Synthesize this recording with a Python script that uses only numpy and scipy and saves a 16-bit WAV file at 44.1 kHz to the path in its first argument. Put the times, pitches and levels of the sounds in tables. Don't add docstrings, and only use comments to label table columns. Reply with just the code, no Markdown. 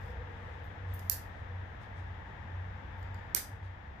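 import sys
import numpy as np
from scipy import signal
from scipy.fft import rfft, irfft, next_fast_len
from scipy.io import wavfile
from scipy.ndimage import map_coordinates

SR = 44100
rng = np.random.default_rng(int(sys.argv[2]) if len(sys.argv) > 2 else 0)


def dump(signal):
    limited = np.clip(np.atleast_2d(signal).T, -1, 1)
    pcm = np.round(limited * 32767).astype(np.int16)
    wavfile.write(sys.argv[1], SR, pcm)


N = 176400
TIME = np.arange(N) / SR
CONTACT_RISE_S = 0.00011


def amp(db):
    return 10 ** (np.asarray(db) / 20)


def unit_rms(x):
    return x / np.sqrt(np.mean(x ** 2) + 1e-20)


def decay(t, t60):
    return np.exp(-np.log(1000) * t / t60)


def over_time(points):
    return np.interp(TIME, *np.transpose(points))


def over_frequency(points, hz):
    knots, values = np.transpose(points)
    return np.interp(np.log(hz + 1), np.log(knots + 1), values)


def filtered(x, response):
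    size = next_fast_len(x.shape[-1] + SR // 4)
    return irfft(rfft(x, size) * response(np.fft.rfftfreq(size, 1 / SR)), size)[..., :x.shape[-1]]


def coloured(x, gains_db):
    return filtered(x, lambda hz: amp(over_frequency(gains_db, hz)))


def tilted(x, slope_db):
    return filtered(x, lambda hz: amp(slope_db * np.log2(np.clip(hz, 4000, 16000) / 12000)))


def add(track, start_s, x):
    i = max(0, round(start_s * SR))
    track[..., i:i + x.shape[-1]] += x[..., :N - i]


def wobble(knots_per_s):
    knots = rng.standard_normal(int(N * knots_per_s / SR) + 4)
    return map_coordinates(knots, [TIME * knots_per_s])


def hum(hz, width_hz):
    return unit_rms(filtered(rng.standard_normal(N), lambda f: 1 / (1 + ((f - hz) / width_hz * 2) ** 4)))


def ventilation():
    # frequency in Hz, relative spectral density in dB.
    spectrum = [(20, -17), (40, -4.5), (50, -5), (62, -4.5), (76, 0.5), (110, -4), (140, -9), (200, -12.5),
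                (260, -18.5), (380, -21), (600, -18), (880, -14), (1200, -21), (1500, -26), (1850, -22),
                (2300, -28), (3000, -38.5), (3500, -38), (4300, -43.5), (7000, -49), (9000, -65.5),
                (14000, -55)]
    # frequency in Hz, left-right correlation.
    coherence = [(60, 1), (100, 0.82), (160, 0.93), (300, 0.71), (600, 0), (1200, 0), (10000, 0.068)]
    # frequency in Hz, bandwidth in Hz, level in dB.
    duct_tones = [(65.2, 17.8, -51.5), (283.2, 4.4, -74.5), (895, 32, -74)]
    # time in seconds, gain in dB; for a fading whir, a swelling whir and the whole mix.
    fading_db = [(0, -66), (.12, -57), (.45, -62), (.8, -63), (1.15, -70.5), (1.5, -64.5), (1.9, -73.5)]
    swelling_db = [(0, -73), (1.7, -75.5), (2.27, -61), (2.6, -69), (3.1, -61.5), (4, -73)]
    overall_db = [(0, 1.05), (1.2, 0), (2.0, -0.17), (3.3, .5), (3.55, -2.5), (4, -2.5)]

    def mid_side_gains(hz):
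        angle = np.arccos(np.clip(over_frequency(coherence, hz), -1, 1)) / 2
        return amp(over_frequency(spectrum, hz)) * [np.cos(angle), np.sin(angle)]

    mid, side = filtered(rng.standard_normal((2, N)), mid_side_gains)
    air = amp(-48.5) * unit_rms(np.array([mid + side, mid - side]))
    tones = sum(amp(db) * hum(hz, width) for hz, width, db in duct_tones)
    low_whir = amp(over_time(fading_db)) * hum(483, width_hz=77)
    high_whir = amp(over_time(swelling_db)) * hum(879, width_hz=130)
    return (air + tones + low_whir + high_whir) * amp(over_time(overall_db))


def fan_drone():
    # time in seconds, level in dB before trim and flutter.
    swells = [(0.0, -41), (0.76, -52), (0.821, -41), (1.43, -48), (1.57, -39), (1.88, -64), (1.92, -47.5),
              (2.1, -43), (2.33, -61), (2.57, -39.5), (2.95, -52.5), (3.02, -42), (3.29, -48), (3.4, -72.5),
              (3.54, -41), (3.59, -61), (3.64, -41.5), (4.0, -61)]
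    trim_db, flutter_db = -1.5, 2
    level_db = over_time(swells) + trim_db + flutter_db * wobble(8.9)
    pitch_hz = 91.36 + 2 * wobble(6.5)
    return np.sqrt(2) * amp(level_db) * np.sin(2 * np.pi * np.cumsum(pitch_hz) / SR)


def metal_contact(stroke=0, delay_s=0):
    # frequency in Hz, T60 in seconds, level in dB on locking, level in dB on springing home.
    modes = [(347, 0.016, -52, -26), (1400, 0.00307, -36.5, -18.5), (2230, 0.006, -38.5, -17),
             (3550, 0.0022, -26.5, -33), (4125, 0.0045, -23, -17.5), (4980, 0.0058, -13.5, -15),
             (6050, 0.007, -15, -10), (7070, 0.0046, -12.5, -9.5), (8040, 0.0058, -13.5, -9.5),
             (9330, .0035, -11.5, -4.5), (10320, 0.0022, -6, -2.5), (11370, 0.003, -3.5, -0.5),
             (12230, 0.006, -6, -2.5), (13550, 0.0049, -0.5, -2.5), (14150, .004, -4.5, -2.5)]
    t = np.maximum(np.arange(SR // 25) / SR - delay_s, 0)
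    ring = sum((-1) ** k * amp(levels[stroke]) * np.sin(2 * np.pi * hz * t) * decay(t, t60)
               for k, (hz, t60, *levels) in enumerate(modes))
    crack = np.diff(rng.standard_normal(len(t) + 1)) / 2 * decay(t, t60=0.017)
    return (ring + amp(-10.5) * crack) * (1 - np.exp(-t / CONTACT_RISE_S))


def bolt_slides():
    # start in seconds, length in seconds, level in dB, treble tilt in dB per octave.
    slides = [(.0, .12, -71, -10), (0.634, 0.031, -75, -1), (0.935, 0.013, -45.5, 9),
              (0.991, .003, -49, -5), (0.948, 0.25, -68, -5), (2.975, 0.066, -77.5, 3),
              (3.14, .01, -73.5, -3.5)]
    slips_per_s, rise_s, fall_s = 3100, 0.0017, 0.0055
    out, t = np.zeros(N), np.arange(SR // 2) / SR
    for start, length, db, tilt_db in slides:
        slips = rng.standard_normal(len(t)) * (rng.random(len(t)) < slips_per_s / SR)
        scrape = signal.fftconvolve(slips, metal_contact())[:len(t)]
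        envelope = (1 - np.exp(-t / rise_s)) * np.exp(-np.maximum(t - length, 0) / fall_s)
        add(out, start, amp(db) * unit_rms(tilted(scrape, tilt_db)) * envelope)
    return out


def soft_hisses():
    # start in seconds, length in seconds, level in dB.
    swells = [(0.27, 0.37, -75), (0.623, 0.15, -79), (0.867, 0.138, -68.5), (1.283, 0.16, -76),
              (1.803, 0.046, -67.5), (1.956, 0.057, -69), (2.253, .06, -78.5), (3.624, 0.046, -71.5)]
    # frequency in Hz, relative level in dB.
    hiss_spectrum = [(500, -17), (3500, 13.5), (6000, 7), (9000, 0.5), (14000, -10)]
    out, t = np.zeros(N), np.arange(SR // 2) / SR
    for start, length, db in swells:
        hiss = unit_rms(coloured(rng.standard_normal(len(t)), hiss_spectrum))
        arch = np.sin(np.pi * np.minimum(t / length, 1)) ** .5
        add(out, start, amp(db) * hiss * arch)
    return out


def bolt_ticks():
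    # start in seconds, gain in dB, treble tilt in dB per octave.
    ticks = [(.6397, -58, 6), (2.984, -67, -1), (3.1462, -57, -6), (3.298, -65.5, -4), (3.3471, -28, -14)]
    out = np.zeros(N)
    for start, db, tilt_db in ticks:
        add(out, start, amp(db) * tilted(metal_contact(), tilt_db))
    return out


def bolt_snaps():
    # start in seconds, gain in dB, rebound re blow in dB, their likeness in the room (0-1).
    strokes = [(1.0975, -8.5, 1.5, .6), (3.3480, -8, -1, .1)]
    gaps = [.000905, .000845]
    direct, coherent, incoherent = np.zeros((3, N))
    for stroke, (start, db, rebound_db, likeness) in enumerate(strokes):
        blow = amp(db) * metal_contact(stroke)
        rebound = amp(db + rebound_db) * metal_contact(stroke, gaps[stroke])
        add(direct, start, blow + rebound)
        add(coherent, start, blow + likeness * rebound)
        add(incoherent, start, np.sqrt(1 - likeness ** 2) * rebound)
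    return direct, reverberation(coherent) + reverberation(incoherent)


def nail_ticks():
    # start in seconds, gain in dB.
    touches = [(3.0293, -51), (3.1453, -48), (3.6792, -66)]
    # frequency in Hz, T60 in seconds, relative level in dB.
    modes = [(4800, .009, 0.5), (7040, 0.0048, 1), (13000, 0.0047, -12.5)]
    out, t = np.zeros(N), np.arange(SR // 2) / SR
    ring = sum(amp(db) * np.sin(2 * np.pi * hz * t) * decay(t, t60) for hz, t60, db in modes)
    for start, db in touches:
        add(out, start, amp(db) * ring * (1 - np.exp(-t / CONTACT_RISE_S)))
    return out


def early_echoes(x):
    # delay in seconds, gain in dB.
    walls = [(.0045, -22), (0.0107, -23.5), (0.0226, -19)]
    out = x.copy()
    for delay, db in walls:
        add(out, delay, amp(db) * x)
    return out


def from_the_right(x, lag_s=.0003):
    # frequency in Hz, gain in dB.
    shadow = [(300, -2), (1800, -12), (5000, -21), (9500, -12), (13000, -10)]
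    left = filtered(x, lambda hz: amp(over_frequency(shadow, hz)) * np.exp(-2j * np.pi * hz * lag_s))
    return np.array([left, x])


def reverberation(x, delay_s=0.00083, build_s=0.012):
    # frequency in Hz, reverberation time in seconds.
    t60s = [(300, 0.25), (2000, 0.21), (5000, 0.29), (9000, 0.25), (14000, 0.21)]
    # frequency in Hz, gain of the tail in dB.
    tail_colour = [(300, -12), (520, -0.5), (1600, -1.5), (2600, -7.5), (4300, -6), (5600, -9.5),
                   (9300, -7.5), (10400, -7), (11500, -6), (13000, -7)]
    hz, t, bands = signal.stft(rng.standard_normal((2, SR // 2)), SR, nperseg=256)
    tail = signal.istft(bands * decay(t, over_frequency(t60s, hz)[:, None]), SR, nperseg=256)[1]
    age = np.maximum(np.arange(tail.shape[1]) / SR - delay_s, 0)
    tail *= 1 - np.exp(-(age / build_s) ** 2)
    wet = signal.fftconvolve(x[None], tail / np.linalg.norm(tail[0]), axes=1)[:, :N]
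    return coloured(wet, tail_colour)


def scene():
    snaps, snap_tails = bolt_snaps()
    faint = bolt_ticks() + bolt_slides() + soft_hisses() + nail_ticks()
    pen = from_the_right(early_echoes(snaps + faint))
    return pen + snap_tails + reverberation(faint) + ventilation() + fan_drone()


def record(dry):
    # frequency in Hz, gain of left against right in dB.
    left_response = [(200, 0.5), (500, 3), (1050, 2), (1650, 12.5), (2300, 6), (3100, 11), (3700, 9.5),
                     (4300, 1), (5200, 3), (7000, -4), (9500, -0.5), (13000, -8.5)]
    ceiling, cutoff_hz = amp(-1.5), 14650
    channels = np.array([coloured(dry[0], left_response), dry[1]])
    rounded = ceiling * np.tanh(channels / ceiling)
    return filtered(rounded, lambda hz: 1 / (1 + (hz / cutoff_hz) ** 160))


dry = scene()
out = record(dry)
dump(out)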